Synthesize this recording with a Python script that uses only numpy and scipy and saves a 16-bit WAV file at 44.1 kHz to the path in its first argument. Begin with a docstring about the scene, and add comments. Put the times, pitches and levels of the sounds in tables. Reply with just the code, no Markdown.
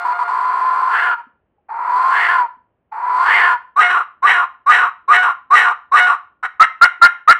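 """A latex diaphragm call close to an overloading microphone: three held notes, six yelps and five clucks.
Two oscillators beat in the mouth: a reed flaps near 700 Hz, the air pocket before it whistles higher up.
Sum and difference tones and turbulent air pass a mouth resonance that rises as the jaw drops.
Behind it: a faint pip after the first note, small wet tongue clicks, a short workshop reverberation
and the steady filtered noise of a quiet shop."""
import sys
import numpy as np
from scipy import signal
from scipy.fft import rfft, irfft, next_fast_len
from scipy.io import wavfile
from scipy.ndimage import uniform_filter1d

SR = 44100
rng = np.random.default_rng(int(sys.argv[2]) if len(sys.argv) > 2 else 0)


def store_wav(level_fs):
    """Save 16-bit WAV to argv[1]."""
    pcm = np.round(np.clip(np.atleast_2d(level_fs), -1, 1) * 32767)
    wavfile.write(sys.argv[1], SR, pcm.T.astype(np.int16))


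def makeup_ratio(level_db):
    """Linear amplitude ratio for a level in decibels (20 dB per factor of ten)."""
    decades = np.asarray(level_db, float) / 20
    return 10 ** decades


N = 326207


def unit(x):
    """Scaled to rms 1."""
    return x / np.sqrt(np.mean(np.abs(x) ** 2) + 1e-20)


def levelled(x, span_s=0.05):
    """Divided by its running rms."""
    size = int(span_s * SR)
    power = uniform_filter1d(uniform_filter1d(x ** 2, size), size)
    return x / np.sqrt(np.abs(power) + 1e-12)


def along(points, hz):
    """(Hz, value) points interpolated on a log frequency axis."""
    f, v = np.transpose(points)
    return np.interp(np.log(hz + 1), np.log(f + 1), v)


def filtered(x, response):
    """x times a complex response of frequency."""
    m = next_fast_len(N + SR // 2)
    return irfft(rfft(x, m) * response(np.fft.rfftfreq(m, 1 / SR)), m)[:N]


def band(x, low_hz, high_hz, order):
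    """Zero-phase band-pass; order sets the steepness of both skirts."""
    return filtered(x, lambda f: 1 / (1 + (low_hz / (f + 1)) ** order) / (1 + (f / high_hz) ** order))


def smooth(x, hz):
    """One-pole low-pass."""
    keep = np.exp(-2 * np.pi * hz / SR)
    return signal.lfilter([1 - keep], [1, -keep], x)


def drift(hz):
    """Random wandering of rms 1, mostly slower than hz."""
    return unit(smooth(smooth(rng.standard_normal(N), hz), hz))


def phase(hz):
    """Running phase of a steady or moving frequency given per sample."""
    return 2 * np.pi * np.cumsum(hz) / SR


# Spectrum of the quiet shop. Each row: frequency in Hz, relative density in dB per Hz.
SHOP_SPECTRUM = [(15, -25), (70, -0.5), (130, -5), (250, -6), (600, -9), (1000, -15), (3000, -31),
                 (6000, -72.5), (9000, -120)]


def shop_floor():
    """Steady noise of the shop: white noise through a fixed spectrum."""
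    floor_rms_db = -69.5
    noise = filtered(rng.standard_normal(N), lambda f: makeup_ratio(along(SHOP_SPECTRUM, f)))
    return makeup_ratio(floor_rms_db) * unit(noise)


# Reverberation of the shop. Each row: frequency in Hz, t60 in s.
WALL_DECAY = [(200, 0.13), (600, 0.33), (1400, 0.31), (2200, 0.33), (3700, 0.32), (10000, .18)]


def walls(x):
    """The walls answer after 350 samples; each frequency dies at its own speed."""
    hz, t, z = signal.stft(rng.standard_normal(SR // 2), SR, nperseg=256)
    decay = makeup_ratio(-60 * t / along(WALL_DECAY, hz)[:, None])
    tail = signal.istft(z * decay, SR, nperseg=256)[1]
    delayed = np.pad(band(x, 140, 10000, order=2), (350, 0))
    return signal.fftconvolve(delayed, tail / np.linalg.norm(tail))[:N]


# Small wet tongue clicks. Each row: start in s, level in dB before the soft onset, frequency in Hz.
TONGUE_CLICKS = [(1.268, -45.5, 250), (1.582, -53.5, 825), (2.568, -54, 249), (2.898, -78, 847),
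                 (6.998, -45, 350)]


def clicks():
    """Each click is a damped sine with a soft onset."""
    t60_s, onset_s = 0.076, 0.0014
    out, t = np.zeros(N + SR), np.arange(SR // 20) / SR
    for start_s, level_db, hz in TONGUE_CLICKS:
        envelope = makeup_ratio(level_db - 60 * t / t60_s) * (1 - np.exp(-t / onset_s))
        out[round(start_s * SR):][:len(t)] += envelope * np.sin(2 * np.pi * hz * t)
    return out[:N]


SHUT_HZ, CLUCK_MOUTH_HZ = 1305, 1766  # mouth resonance at jaw opening 0, and at 1 in clucks


def stages(times, shape, steady, level_db, whistle_hz, open_hz, rasp_more_db=0, treble_more_db=0):
    """One note: rows of (s, whistle Hz, whistle dB, mouth Hz, rasp dB, treble dB, reed, whistle steadiness)."""
    pitch, whistle_db, jaw, rasp_db, treble_db = np.transpose(shape)[1:]
    mouth_hz = SHUT_HZ + jaw * (open_hz - SHUT_HZ)
    return np.transpose([times, whistle_hz * pitch, level_db + whistle_db, mouth_hz,
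                         level_db + rasp_db + rasp_more_db,
                         level_db + treble_db + treble_more_db, *np.transpose(steady)])


# Last air after the first note. Columns: start in s, end in s, whistle level in dB, whistle in Hz.
LAST_AIR = (1.175, 1.21, -27, 950)


def pip():
    """A faint, steady whistle on a shut jaw."""
    start_s, end_s, level_db, hz = LAST_AIR
    return np.array([(s, hz, level_db, SHUT_HZ, level_db - 20, level_db - 45, .2, .95)
                     for s in (start_s, end_s)])


# Stages of a cluck. Each row: share of its length, pitch as share of the rise, whistle in dB re note level,
# jaw opening (1 = CLUCK_MOUTH_HZ), rasp in dB and treble in dB re note level.
CLUCK_STAGES = [(0, 0.0038, -10.5, 0.93, -24, -48), (0.199, .35, -1.5, 1.01, -23.5, -40.5),
                (.65, .8, -1.56, 1.1, -11, -35), (1, 1.01, -1.5, 0.95, -12.5, -37.5)]
# Regularity at each stage, soft clucks scale the whistle's. 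Each row: reed 0-1, whistle 0-1.
CLUCK_STEADY = [(.2, .98), (.2, 1), (.2, .98), (.2, .8)]


def cluck(start, end, level_db, from_hz, rise_hz, loss_db):
    """A short upward chirp that fades by its end; a soft one flutters."""
    firm_db = -6
    times = [start + (end - start) * r[0] for r in CLUCK_STAGES]
    rows = stages(times, CLUCK_STAGES, CLUCK_STEADY, level_db, rise_hz, CLUCK_MOUTH_HZ)
    rows[:, 1] += from_hz
    rows[-1, 2] -= loss_db
    rows[:, 7] *= 1 if level_db > firm_db else .45
    return rows


# Stages of a yelp. Each row: time, pitch as ratio to the note's whistle, whistle in dB re note level,
# jaw opening (1 = the note's open mouth), rasp in dB and treble in dB re note level.
HEAD_STAGES = [(0, .86, -8, .05, -27.5, -43.5), (.035, 1.01, 1.76, 0.397, -14, -33.5),
               (.052, .99, -5, 0.91, -4.5, -29), (.078, .93, -17, 1.01, -3, -27)]  # time in s after the start
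BODY_STAGES = [(.25, .91, -17, 0.7535, -7, -32.5), (.65, .92, -4, .15, -9.5, -40),
               (.9, .94, -7, .02, -17.5, -46), (1, .92, -18.5, .02, -27, -57)]  # time as share from head to end
# Regularity at each stage. Each row: reed 0-1, whistle 0-1.
YELP_STEADY = [(.3, .95), (.3, .95), (.35, .85), (.45, .35), (.5, .3), (.6, .45), (.5, .5), (.3, .3)]


def yelp(start, end, *how):
    """A clear head of fixed length, then a raspy body stretched to the end."""
    body = start + HEAD_STAGES[-1][0]
    times = [start + r[0] for r in HEAD_STAGES] + [body + (end - body) * r[0] for r in BODY_STAGES]
    return stages(times, HEAD_STAGES + BODY_STAGES, YELP_STEADY, *how)


# Stages of a held note. Each row: time, pitch as ratio to the note's whistle, whistle in dB re note level,
# jaw opening (1 = the note's open mouth), rasp in dB and treble in dB re note level.
SWELL_STAGES = [(0, .8, -13, 0, -47, -59), (.13, .92, -6, 0, -30.5, -51.5), (.28, 0.95, 0, .05, -23, -36.5)]  # time in s after the start
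DROP_STAGES = [(0, 1.01, 0.6, 0.10004, -17, -35.5), (.25, .95, -2, .7, -2, -32),
               (.42, 0.9, -8, 1.17, -2, -30.5), (.7, 1.02, -2, .7, -2, -32.5),
               (1, .94, 1.3, .05, -11.5, -39.5)]  # time as share from jaw drop to shut jaw
END_STAGE = [(1, .88, -9.5, .05, -41, -63)]  # at the end
# Regularity at each stage. Each row: reed 0-1, whistle 0-1.
HELD_STEADY = [(.4, .65), (.5, .72), (.55, .76), (.55, .74), (.3, .3), (.3, .3), (.6, .7), (.5, .88),
               (.3, .95)]


def held(start, drop, shut, end, closing_db, *how):
    """Swell on a shut jaw, jaw drop, closing and release; a weak closing whistle leaves more rasp."""
    swell_s = [start + r[0] for r in SWELL_STAGES]
    drop_s = [drop + (shut - drop) * r[0] for r in DROP_STAGES]
    shape = SWELL_STAGES + DROP_STAGES + END_STAGE
    rows = stages(swell_s + drop_s + [end], shape, HELD_STEADY, *how)
    rows[-2:, 2] += closing_db
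    rows[-2:, 4] -= closing_db
    return rows


# Held notes, the first already under way. Each row: start in s, jaw drops in s, jaw shut in s, end in s.
HELD_TIMES = [(-.3, .875, 1.142, 1.154), (1.688, 2.075, 2.41, 2.462), (2.918, 3.215, 3.54, 3.568)]
# How each is blown. Each row: closing whistle in dB over the usual, level in dB, base whistle in Hz,
# mouth in Hz at jaw opening 1, rasp in dB and treble in dB over the usual.
HELD_BLOWN = [(-6.5, -13, 1030, 1635, .6, -1.5), (0, -10.5, 1055, 1830, -1.4, -.6),
              (-3.5, -10, 1065, 1935, 1.5, 1.3)]
# Yelps. Each row: start in s, end in s, level in dB, base whistle in Hz, mouth in Hz at jaw opening 1,
# rasp in dB and treble in dB over the usual.
YELP_NOTES = [(3.762, 4.035, -6, 1249, 1833, 0.57, -1.1), (4.225, 4.456, -5.5, 1187, 1892, 0.58, -1.5),
              (4.663, 4.893, -5, 1225, 1810, 0.4, -1), (5.081, 5.33, -5, 1221, 1805, 0.059, -1.3),
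              (5.505, 5.735, -3.5, 1213, 1914, -0.98, -0.6), (5.918, 6.158, -4, 1210, 1790, -0.74, 0)]
# Clucks. Each row: start in s, end in s, level in dB, base whistle in Hz, nominal rise in Hz,
# whistle lost in dB by the end of the last third.
CLUCK_NOTES = [(6.428, 6.462, -11, 1250, 200, 2), (6.597, 6.647, 1, 1200, 199.7, 22.5),
               (6.812, 6.862, 2, 1310, 160.2, 15.5), (7.015, 7.068, 2.5, 1340, 90, 7.5),
               (7.276, 7.328, 2.5, 1170, 279.8, 9)]


def notes():
    """All notes as stage rows, in order of start."""
    played = [pip()]
    played += [held(*when, *how) for when, how in zip(HELD_TIMES, HELD_BLOWN)]
    played += [yelp(*row) for row in YELP_NOTES]
    played += [cluck(*row) for row in CLUCK_NOTES]
    return sorted(played, key=lambda n: n[0, 0])


def playing():
    """The note controls sample by sample, and a gate that opens only while air flows."""
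    attack_s, cluck_attack_s, release_s = 0.01, 0.0042, .016
    t, played, air = np.arange(N) / SR, notes(), np.zeros(N)
    for note in played:
        start, end = note[0, 0], note[-1, 0]
        half = (attack_s if start <= YELP_NOTES[-1][0] else cluck_attack_s) / 2
        air += np.interp(t, [start - half, start + half, end, end + release_s], [0, 1, 1, 0])
    s, *columns = np.concatenate(played).T
    s = np.maximum.accumulate(s)
    return [np.interp(t, s, c) for c in columns], np.minimum(air, 1) ** 2


# Moments when the whistle stalls and the reed dominates. Each row: start in s, end in s.
WHISTLE_STALLS = [(0, 0.048), (.132, .19), (0.237, 0.28), (3.834, 3.9), (5.168, 5.225), (6, 6.07)]


def steadiness(reed, whistle):
    """How regular reed and whistle run, and how far the whistle is alive, all 0-1."""
    state = np.array([reed, whistle, np.ones(N)])
    for start, end in WHISTLE_STALLS:
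        state[:, round(start * SR):round(end * SR)] = [[.9], [0], [.15]]
    return np.clip(uniform_filter1d(state, SR // 120, axis=1), 0, 1)


def air_pocket(whistle_hz, steady, alive):
    """Whistle and overtone; an unsteady one drops out for milliseconds and spills narrow noise."""
    flutter_hz = 48.02  # centre of the wandering dropout rate
    wobble = np.sin(phase(flutter_hz + 14 * drift(12)))
    holds = 1 / (1 + np.exp(-5 * (.5 * drift(60) + 1.1 * wobble + 5 * steady - 3.05)))
    flutter = unit(smooth(rng.standard_normal(N) + 1j * rng.standard_normal(N), hz=75))
    swing = alive * (np.sqrt(steady) * holds + 1.15 * (1 - steady) * flutter)
    pocket = phase(whistle_hz + 35 * (1 - steady) * drift(30))
    whistle = band(np.sqrt(2) * np.real(swing * np.exp(1j * pocket)), 730, 1650, order=12)
    overtone = makeup_ratio(-27.0) * np.real(swing * np.exp(2j * pocket))
    return whistle, band(overtone, 1300, 2700, order=6)


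LIPS_LOOSEN_S = 3.66
# Reed pitch before jaw and scatter. Each row: time in s, frequency in Hz.
REED_PITCH = [(0, 706.6), (2.3, 698), (5.2, 735), (7.4, 719.8)]


def reed(mouth_hz, steady, whistle, push_db):
    """Periodic snaps modulated by whistle pressure (sum and difference tones), and the hiss they pulse."""
    t = np.arange(N) / SR
    # with loose lips the reed slackens as the jaw closes
    slack_hz = .08 * np.minimum(mouth_hz - 1600, 0) * (t > LIPS_LOOSEN_S)
    scatter_hz = 45 * (1 - steady) * drift(151.84)
    cycle = phase(np.interp(t, *np.transpose(REED_PITCH)) + slack_hz + scatter_hz)
    sharp = .75  # 0 = flat, near 1 = narrow pulses
    snaps = (1 - sharp ** 2) / (1 - 2 * sharp * np.cos(cycle) + sharp ** 2)
    push = 1 + 1.18 * np.minimum(makeup_ratio(push_db), 1) * whistle
    tones = unit((snaps - 1) * push)
    hiss = unit(np.sqrt(snaps) * rng.standard_normal(N))
    return tones, (1.05 - steady) * hiss


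def mouth(jet, mouth_hz):
    """Moving resonance: shift to zero, low-pass (sharp core on a broad foot), shift back."""
    turn = np.exp(1j * phase(mouth_hz))
    ringing = smooth(jet / turn, hz=100) + .4 * smooth(jet / turn, hz=450)
    return band(np.real(smooth(ringing, hz=500) * turn), 1050, 2600, order=8)


# Resonances of teeth and lips. Each row: centre in Hz, width in Hz of one pass, peak gain in dB.
TIGHT_LIPS = [(3670, 2800, -6.5), (4170, 330, -1), (4510, 170, 2.5), (7520, 870, -9.5), (8800, 240, -10.5),
              (9900, 460, -15.5), (13300, 3700, -22)]  # held notes
LOOSE_LIPS = [(3867, 380, -1), (5630, 870, -10.5), (7920, 1800, -12.5), (8980, 1300, -22),
              (13300, 1200, -31)]  # yelps and clucks


def lips(x, modes):
    """Parallel fixed resonances, each applied twice so that the valleys stay dark."""
    def response(f):
        return sum(makeup_ratio(db) * (1j * f * w / (c * c - f * f + 1j * f * w)) ** 2 for c, w, db in modes)
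    return levelled(filtered(x, response))


def bounded(x, reach):
    """The latex can swing only so far: the envelope bends over near its reach."""
    swing = np.abs(signal.hilbert(x, next_fast_len(N))[:N])
    return x / (1 + (swing / reach) ** 4) ** .2


# Colour of the reed's own thrum. Each row: frequency in Hz, relative gain in dB.
THRUM_COLOUR = [(20, -70), (120, -46.5), (230, -34.5), (330, -15.5), (450, -8), (655, -13), (695, -1),
                (1100, 11.5), (1500, 2), (2400, -9), (4000, -69)]


def call():
    """Whistle, reed and their mixing tones through mouth, cheek and lips, with a faint hum."""
    (whistle_hz, whistle_db, mouth_hz, rasp_db, treble_db, *steady), air = playing()
    reed_steady, whistle_steady, alive = steadiness(*steady)
    whistle, overtone = air_pocket(whistle_hz, whistle_steady, alive)
    tones, hiss = reed(mouth_hz, reed_steady, whistle, whistle_db - rasp_db + 12)
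    loose = np.arange(N) / SR >= LIPS_LOOSEN_S

    rasp = makeup_ratio(rasp_db) * levelled(mouth(tones + 1.6 * hiss, mouth_hz), span_s=0.02)
    # an open jaw lets the cheek cavity speak
    cheek_db = rasp_db - 20.5 + 0.013 * (mouth_hz - 1600) + 3 * loose
    cheek = makeup_ratio(cheek_db) * levelled(band(tones + 2.2 * hiss, 2350, 3180, order=16))
    treble = np.where(loose, lips(tones + 2.2 * hiss, LOOSE_LIPS), lips(tones + 4 * hiss, TIGHT_LIPS))

    effort_db = np.maximum(rasp_db, whistle_db - 6.0)
    thrum = filtered(tones + 7.5 * hiss, lambda f: makeup_ratio(along(THRUM_COLOUR, f)))
    thrum = makeup_ratio(effort_db - 7) * levelled(thrum, span_s=0.019)
    hum = np.sin(phase(128 + 6 * drift(8))) * np.minimum(makeup_ratio(effort_db + 23.5), 1)

    reach = 1.55 * np.hypot(makeup_ratio(whistle_db), makeup_ratio(rasp_db))
    swung = bounded(makeup_ratio(whistle_db) * whistle + rasp + thrum, reach)
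    # what the bound does to the rest stays in the mid band
    body = thrum + band(swung - thrum, 700, 3200, order=10)
    bright = makeup_ratio(whistle_db) * overtone + cheek + makeup_ratio(treble_db) * treble
    return air * (body + bright + makeup_ratio(-71) * hum)


def scene():
    """The call and clicks, their reverberation and the quiet floor."""
    near = call() + clicks()
    return (near + makeup_ratio(-13.5) * walls(near) + shop_floor())[None]


def band_limit(x):
    """A steep low-pass at the top of the band."""
    return signal.sosfilt(signal.butter(12, 15800, fs=SR, output="sos"), x)


def record(dry):
    """The loudest peaks hit the ceiling of the input."""
    ceiling = 1  # full scale
    clipped = dry / (1 + np.abs(dry / ceiling) ** 30) ** (1 / 30)
    return band_limit(clipped)


dry = scene()
out = record(dry)
store_wav(out)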